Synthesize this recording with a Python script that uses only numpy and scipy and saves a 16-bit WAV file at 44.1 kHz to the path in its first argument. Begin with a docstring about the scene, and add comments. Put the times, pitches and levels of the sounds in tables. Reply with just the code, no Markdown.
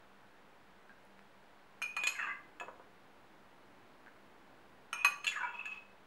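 """Over quiet kitchen tone with hum and rustle, drops plip into a bowl of crumbs, as decaying sines.
A metal spoon then clinks on a small hand-held glass jar, as struck modes with a noisy crack.
It scrapes down the glass by stick-slip friction, its pitch sinking as the water loads it, and squeaks.
A few dull knocks of low, damped modes follow this first scoop, then more drops fall in the bowl.
A second scoop brings clinks, soft knocks, a deeper sinking scrape, a squeak and last rubs."""
import sys
import numpy as np
from scipy import signal
from scipy.fft import rfft, irfft
from scipy.io import wavfile
from scipy.ndimage import uniform_filter1d

SR = 44100
rng = np.random.default_rng(int(sys.argv[2]) if len(sys.argv) > 2 else 0)


def put_to_file(sound):
    """Save the sound as 16-bit audio at rate SR, in the file named by the first command-line argument."""
    columns = np.atleast_2d(sound).T  # one column per channel
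    safe = np.clip(columns, -1, 1)
    whole_steps = np.round(safe * 32767)
    wavfile.write(sys.argv[1], SR, whole_steps.astype(np.int16))


N = 267246
TIME = np.arange(N) / SR
RING_TIME = TIME[:SR // 2]
PRESSURE_RATE_HZ = 35  # how fast the pressure of the hand wavers


def amp(db):
    """Decibels to gain."""
    return 10 ** (np.asarray(db) / 20)


def evened(x):
    """Scales to an rms of one."""
    return x / np.sqrt(np.mean(x ** 2) + 1e-20)


def steadied(x, size=700):
    """Holds the short-term rms at one and keeps the fast grain."""
    return x / np.sqrt(np.abs(uniform_filter1d(x ** 2, size)) + 1e-20)


def read(points, hz):
    """Reads (Hz, value) points on a log-frequency axis."""
    f, value = np.transpose(points)
    return np.interp(np.log(hz + 1), np.log(f), value)


def coloured(x, points):
    """Filters x by a (Hz, dB) spectrum."""
    gain = amp(read(points, np.fft.rfftfreq(len(x), 1 / SR)))
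    return irfft(rfft(x) * gain, len(x))


def wash(spectrum):
    """Steady noise of one colour, at an rms of one."""
    return evened(coloured(rng.standard_normal(N), spectrum))


def high_passed(x, hz, order=2):
    """Removes the bass below hz."""
    return signal.sosfilt(signal.butter(order, hz, "high", fs=SR, output="sos"), x)


def add(mix, s, sound):
    """Mixes a sound in at time s."""
    part = mix[round(s * SR):][:len(sound)]
    part += sound[:len(part)]


def decay(t60):
    """Exponential fall by 60 dB in t60 seconds."""
    return np.exp(-np.log(1000) * RING_TIME / t60)


def ring(hz, db, t60):
    """One struck mode: a decaying sine."""
    return amp(db) * decay(t60) * np.sin(2 * np.pi * hz * RING_TIME)


def burst(spectra, t60, rise_s, low_hz):
    """A short clatter of many dense, quickly damped modes; small objects radiate no bass."""
    noise = evened(coloured(rng.standard_normal(len(RING_TIME)), spectra[0]))
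    for spectrum in spectra[1:]:
        noise = coloured(noise, spectrum)
    shape = decay(t60) * (1 - np.exp(-RING_TIME / rise_s))
    return high_passed(noise * shape, low_hz)


def struck(depth, colour, scatter_db, detune):
    """Ring of spoon and jar; the depth of the contact decides which modes wake."""
    # joint modes of spoon and jar: (f/Hz, t60/s, then relative level/dB struck at rim, wall, bottom)
    modes = [(970, 0.11, -39, -18, -29.5), (1173, 0.039, -28, -5, -18), (1140, 0.075, -13, -1.5, -28),
             (1326, 0.032, 5, -6, 0), (1444, 0.046, -2, -21, -10), (1702, 0.096, -21, -29, 4),
             (1770, 0.017, -77, 2, -14), (1906, 0.098, -7, -2, -22.5), (2403, 0.08, 6.5, -14, 0),
             (2950, 0.011, 8.5, 8.5, 4.5), (2957, 0.14, 4.5, -5.5, -14), (3280, 0.025, -64, -26, -3.5),
             (3405, 0.15, -50, -53, -8.5), (3680, 0.079, -50, -22, -20.5), (4108, 0.052, -10.5, -4.5, -24),
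             (4250, 0.093, -36, 5.5, -19.5), (5077, 0.079, -19, -12, -29.5), (5490, 0.057, -5, -31, -42),
             (6364, 0.14, -2, -9, -50), (6430, 0.065, -15, 0, -16.5), (6870, 0.061, -38, -11, -3),
             (7390, 0.057, -32, -19, -11.5), (8080, 0.085, -53, -4.5, -19.5), (8900, 0.058, -1, -32, -23),
             (9300, 0.062, -44, 6.5, -41), (9820, 0.12, -31, -35, -21), (10100, 0.095, -23, -19, -55),
             (11320, 0.18, -21, -12.5, -28.5), (13380, 0.15, -22, -23, -41)]
    luck = rng.standard_normal((len(modes), 3))
    out = np.zeros(len(RING_TIME))
    for (hz, t60, *dbs), (shift, size, side) in zip(modes, luck):
        contact_db = np.interp(depth, np.arange(len(dbs)), dbs)
        db = contact_db + read(colour, hz) + scatter_db * size
        out += np.sign(side) * ring(hz * (1 + detune * shift), db, t60)  # random polarity
    return out


def resonate(x, hz, width_hz):
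    """A steep resonance that follows the curve hz."""
    turn = np.exp(2j * np.pi * np.cumsum(hz) / SR)
    r = np.exp(-np.pi * width_hz / SR)
    return (turn * signal.lfilter([(1 - r) ** 2], [1, -2 * r, r * r], x / turn)).real


def slips(count, per_s, hiss):
    """Stick-slip friction: uneven tiny blows over a fine hiss."""
    chance, size, fine = rng.random(N), rng.standard_normal(N), rng.standard_normal(N)
    blows = evened(size * (chance < per_s / SR))
    return (blows + hiss * fine)[:count]


def squeal(drive, hz, width_hz, clean):
    """A mode kept going by friction: partly a locked tone, partly the ring of separate slips."""
    tone = evened(np.sin(2 * np.pi * (np.cumsum(hz) / SR + rng.random())))
    grain = steadied(resonate(drive, hz, width_hz))
    return np.sqrt(clean) * tone + np.sqrt(1 - clean) * grain  # clean: power share of the tone


def stroke(length, attack_s, release_db_per_s, size=SR // 4):
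    """Time axis and envelope of one stroke: attack, hold until length, release."""
    t = np.arange(round(length * SR) + size) / SR
    return t, np.minimum(t / attack_s, 1) * amp(-release_db_per_s * np.maximum(t - length, 0))


def faded(x, size=260):
    """Eases a stroke in and out."""
    return x * signal.windows.tukey(len(x), 2 * size / len(x))


def wobble(count, rate_hz):
    """Random knots joined by lines, two per cycle of rate_hz, at an rms of one."""
    knots = np.clip(rng.standard_normal(256), -2, 2)
    return evened(np.interp(np.arange(count) / SR * 2 * rate_hz, np.arange(len(knots)), knots))


def room_tone(air_db=-62.8, hum_hz=197.6, hum_db=-76, hum_width_hz=12, whine_hz=15711, whine_db=-90):
    """Dull room noise, a low rustle that comes and goes, a wavering appliance hum and a faint whine."""
    # colour of the room noise: (f/Hz, relative level/dB)
    air = [(15, -44), (25, -16), (59, -5.5), (86, -9), (136, -5.5), (164, -7), (193, -4.5), (409, -3),
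           (941, -2.5), (1200, -5.5), (1490, -5), (4020, -19), (6010, -27.5), (14200, -35), (15400, -42)]
    # loudness of the rustle over time: (t/s, level/dB)
    rustle_levels = [(0, -104), (2.4, -69), (3, -72), (3.5, -71.5), (4.7, -67), (5.2, -78), (6.06, -94)]
    # colour of the rustle: (f/Hz, relative level/dB)
    rustle_colour = [(40, -29), (130, -4.5), (190, -15), (260, -2.5), (340, -3.5), (500, -12), (1000, -13),
                     (4000, -40.5)]
    # noise through a narrow resonance wavers by itself
    hum = amp(hum_db) * evened(resonate(rng.standard_normal(N), np.full(N, hum_hz), hum_width_hz))
    whine = amp(whine_db) * np.sin(2 * np.pi * whine_hz * TIME)
    rustle = amp(np.interp(TIME, *np.transpose(rustle_levels))) * wash(rustle_colour)
    return amp(air_db) * wash(air) + rustle + hum + whine


def kitchen(x, near_db=-13, tail_db=-6.0, onset_s=0.002):
    """Quick echoes from the bowl, worktop and window, then the tail of the room."""
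    # how long the room rings: (f/Hz, t60/s)
    room_t60 = [(200, 0.4), (1000, 0.44), (2500, 0.32), (7000, 0.42), (14000, 0.21)]
    near = np.zeros(len(RING_TIME))
    near[(SR * rng.uniform(.001, .014, 12)).astype(int)] = rng.choice([-1, 1], 12)
    # tail: noise that decays at its own rate in each band
    hz, t, z = signal.stft(rng.standard_normal(len(RING_TIME)), SR, nperseg=256)
    fall = np.exp(-np.log(1000) * t / read(room_t60, hz)[:, None])
    tail = signal.istft(z * fall, SR, nperseg=256)[1][:len(near)]
    tail = tail * (1 - np.exp(-RING_TIME / onset_s))
    echoes = amp(near_db) * near / np.linalg.norm(near) + amp(tail_db) * tail / np.linalg.norm(tail)
    return x + signal.fftconvolve(x, echoes)[:N]


def drips():
    """Each drop gives a small plip: one decaying mode."""
    # water lands in the bowl: (t/s, f/Hz, relative level/dB, t60/s)
    drops = [(.895, 1600, -43, 0.021), (0.903, 1585, -49, 0.053), (1.052, 10000, -52, .002),
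             (1.1925, 1900, -37, 0.0037), (4.063, 1650, -38, 0.0048), (4.071, 1550, -42.5, 0.024),
             (4.081, 1750, -43, 0.014)]
    out = np.zeros(N)
    for s, hz, db, t60 in drops:
        add(out, s, ring(hz, db, t60))
    return out


def knocks(thud_db=-10, thud_t60=0.089, cushion_hz=2500):
    """Soft contacts, cushioned by water and hand, wake only low, damped modes."""
    # dull knocks: (t/s, relative level/dB)
    contacts = [(2.5995, -48), (2.6106, -30.5), (2.632, -35.5), (2.683, -32), (2.7968, -40), (5.0465, -36),
                (5.2704, -44)]
    # modes of each knock: (f/Hz, relative level/dB, t60/s)
    dull_modes = [(410, -23.5, 0.072), (533, -16, 0.11), (719, -11, 0.11), (1008, 0, 0.013),
                  (1470, -23, 0.023)]
    # colour of the noisy thud: (f/Hz, relative level/dB)
    thud_colour = [(50, -36), (150, -42), (450, 5.5), (1300, 4.5), (2200, -20), (6000, -36), (14000, -52)]
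    out = np.zeros(N)
    for s, db in contacts:
        thud = amp(thud_db) * burst([thud_colour], thud_t60, rise_s=0.00072, low_hz=253)
        add(out, s, amp(db) * (sum(ring(*mode) for mode in dull_modes) + thud))
    return signal.sosfilt(signal.butter(3, [310, cushion_hz], "band", fs=SR, output="sos"), out)


def rubs(wall_width_hz=55, modes_db=-8, attack_s=0.012, release_db_per_s=200,
         pressure_db=1.55, pressure_bend=0.0061):
    """Sliding on the glass keeps the wall and the deep-contact modes ringing, with a gritty rasp."""
    # spoon rubs along the wall: (t/s, length/s, wall f/Hz, relative ring level/dB, relative grit level/dB)
    slides = [(1.833, 0.021, 2432, -38, -68), (1.883, 0.055, 2490, -57, -72), (1.98, 0.051, 2497, -42, -51),
              (2.046, 0.063, 2460, -51, -49), (2.173, 0.1, 2613, -46, -46),
              (4.939, 0.075, 2470, -42, -50.5), (5.002, 0.014, 2565, -37.5, -60),
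              (5.23, 0.069, 2580, -43, -52), (5.376, 0.15, 2620, -56, -54.5),
              (5.532, 0.044, 2573, -45, -51.5), (5.582, 0.028, 2595, -41, -48.5),
              (5.659, 0.014, 2594, -42.5, -51), (5.695, 0.057, 2578, -45, -51)]
    # colour of the rasp: (f/Hz, relative level/dB)
    grit = [(60, -32), (300, -8), (750, 1.5), (1050, 17.5), (1800, -0.5), (2700, 19), (3400, -19),
            (4000, -9), (4900, -15), (5700, -17.5), (6900, -16), (8500, -31), (15000, -32)]
    body_colour = [(1300, 1), (3000, 16), (7000, -7), (11000, 7)]  # (f/Hz, relative level/dB)
    out = np.zeros(N)
    for s, length, wall_hz, ring_db, grit_db in slides:
        t, force = stroke(length, attack_s, release_db_per_s)
        pressure = wobble(len(t), PRESSURE_RATE_HZ)  # the unsteady hand moves level and wall pitch
        drive = slips(count=len(t), per_s=600, hiss=0.54)
        body = struck(2.7, body_colour, scatter_db=4, detune=0.0051)  # past 2 counts as bottom
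        deep_ring = steadied(signal.fftconvolve(drive, body)[:len(drive)])
        rasp = steadied(coloured(drive, grit)) + amp(modes_db) * deep_ring
        wall = squeal(drive, wall_hz * (1 + pressure_bend * pressure), wall_width_hz, clean=0.14)
        sound = amp(ring_db) * wall + amp(grit_db) * rasp
        add(out, s, faded(force * amp(pressure_db * pressure) * sound))
    return out


def squeaks(width_hz=140, bend=0.0076, attack_s=0.02, release_db_per_s=306):
    """Friction locks briefly onto the top mode of the wet spoon."""
    # squeak at the end of each drag: (t/s, length/s, f/Hz, relative level/dB)
    locks = [(2.28, 0.029, 2031, -37.5), (5.419, 0.022, 2292, -41.5)]
    out = np.zeros(N)
    for s, length, hz, db in locks:
        t, swell = stroke(length, attack_s, release_db_per_s)
        drive = slips(count=len(t), per_s=650, hiss=0.77)
        pitch = hz * (1 + bend * wobble(len(t), PRESSURE_RATE_HZ))
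        add(out, s, amp(db) * swell * squeal(drive, pitch, width_hz, clean=0.69))
    return out


def dips(low_db=-4, middle_db=-5, low_width_hz=150, middle_width_hz=220, chatter_db=-7,
         chatter_width_hz=550, slosh=0.01196, bass_hz=650, clean=.55):
    """The scraping spoon sings; water clinging to its bowl adds mass as it sinks and lowers its modes."""
    # spoon sinks into the water: (t/s, sinking time/s, water mass over spoon mass)
    sinkings = [(2.125, 0.15, 1.6), (5.29, 0.17, 2.85)]
    # sinking spoon catches and jerks forward on the glass: (t/s, relative force/dB)
    jerks = [(2.15, -44), (2.188, -33), (2.226, -40), (2.263, -39), (2.292, -44), (5.316, -40),
             (5.355, -34), (5.405, -37.5), (5.429, -36), (5.451, -47)]
    dry_low_hz, gap_hz = 1890, 447  # lowest mode of the dry spoon; the middle mode lies the gap above
    out, force = np.zeros(N), np.zeros(N)
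    for s, db in jerks:
        jerk = stroke(0.0062, attack_s=0.004, release_db_per_s=287)[1]
        add(force, s, amp(db) * jerk)
    t = np.arange(0, 0.4, 1 / SR)
    for s, sink_s, water_mass in sinkings:
        immersion = np.sin(np.pi / 2 * np.minimum(t / sink_s, 1)) ** 2
        loaded_hz = dry_low_hz / np.sqrt(1 + water_mass * immersion)
        low_hz = loaded_hz * (1 + slosh * wobble(len(t), PRESSURE_RATE_HZ))
        middle_hz = low_hz + gap_hz
        drive = slips(count=len(t), per_s=520, hiss=0.79)
        low = amp(low_db) * squeal(drive, low_hz, low_width_hz, clean)
        middle = amp(middle_db) * squeal(drive, middle_hz, middle_width_hz, clean)
        chatter = amp(chatter_db) * steadied(resonate(drive, middle_hz, chatter_width_hz))
        add(out, s, faded(low + middle + chatter))
    return high_passed(force * out, bass_hz, order=3)


def clinks(wall_t60=0.093, crack_db=-4, crack_t60=0.072, bass_hz=330):
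    """Each blow rings the wall and the higher modes, with a short crack of hard contact."""
    # spoon strikes glass: (t/s, depth 0 rim - 1 wall - 2 bottom and beyond, wall f/Hz,
    # then relative level/dB of wall ring, low body, hard edge, sparkle)
    strikes = [(1.818, 0, 2428, -27.5, -35.5, -45, -44.5), (1.8235, 0.7, 2432, -25, -46, -40.5, -39.5),
               (1.9658, 1.4, 2460, -27.5, -24.5, -38.5, -38), (2.0366, 2, 2450, -25, -42, -34.5, -35),
               (2.0698, 1.54, 2526, -26.5, -28.5, -35, -27), (2.0717, 1.55, 2529, -21.5, -37, -30, -27.5),
               (2.5994, 2, 2586, -37.5, -41, -46.5, -48.5), (4.9292, 0, 2600, -35.5, -26.5, -43, -37.5),
               (5.0467, 0.6, 2514, -13.5, -14.5, -28.5, -24.5), (5.2449, 1.37, 2590, -59, -38, -32, -40),
               (5.268, 2.3, 2690, -24, -45, -27.5, -32.5), (5.278, 2, 2590, -34, -44, -26.5, -33.5),
               (5.316, 2.2, 2580, -44, -44, -43, -42), (5.656, 2, 2552, -32, -46.5, -48, -49)]
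    # colour of the crack: (f/Hz, relative level/dB)
    crack_colour = [(60, -45), (200, -72), (450, -4.5), (750, 4.5), (1200, 13), (2800, 13), (5000, 0.5),
                    (7500, -1), (11000, -5), (15500, -21)]
    out = np.zeros(N)
    for s, depth, wall_hz, wall_db, body_db, edge_db, sparkle_db in strikes:
        colour = [(1300, body_db), (3000, edge_db), (7000, sparkle_db)]
        crack = amp(crack_db) * burst([crack_colour, colour], crack_t60, rise_s=0.00011, low_hz=197)
        wall = ring(wall_hz, wall_db, wall_t60)
        add(out, s, wall + struck(depth, colour, scatter_db=1.5, detune=0.002) + crack)
    return high_passed(out, bass_hz)


def scene():
    """The spoon, the jar and the drips in the room."""
    near_sounds = clinks() + knocks() + dips() + squeaks() + rubs() + drips()
    return (kitchen(near_sounds) * amp(-4.0) + room_tone())[None]


def record(dry, offset=0.00059, edge_hz=15900):
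    """A tiny converter offset, then the band limit."""
    low_pass = signal.firwin(511, edge_hz, window=("kaiser", 9), fs=SR)
    return signal.oaconvolve(dry + offset, low_pass[None], "same")


dry = scene()
out = record(dry)
put_to_file(out)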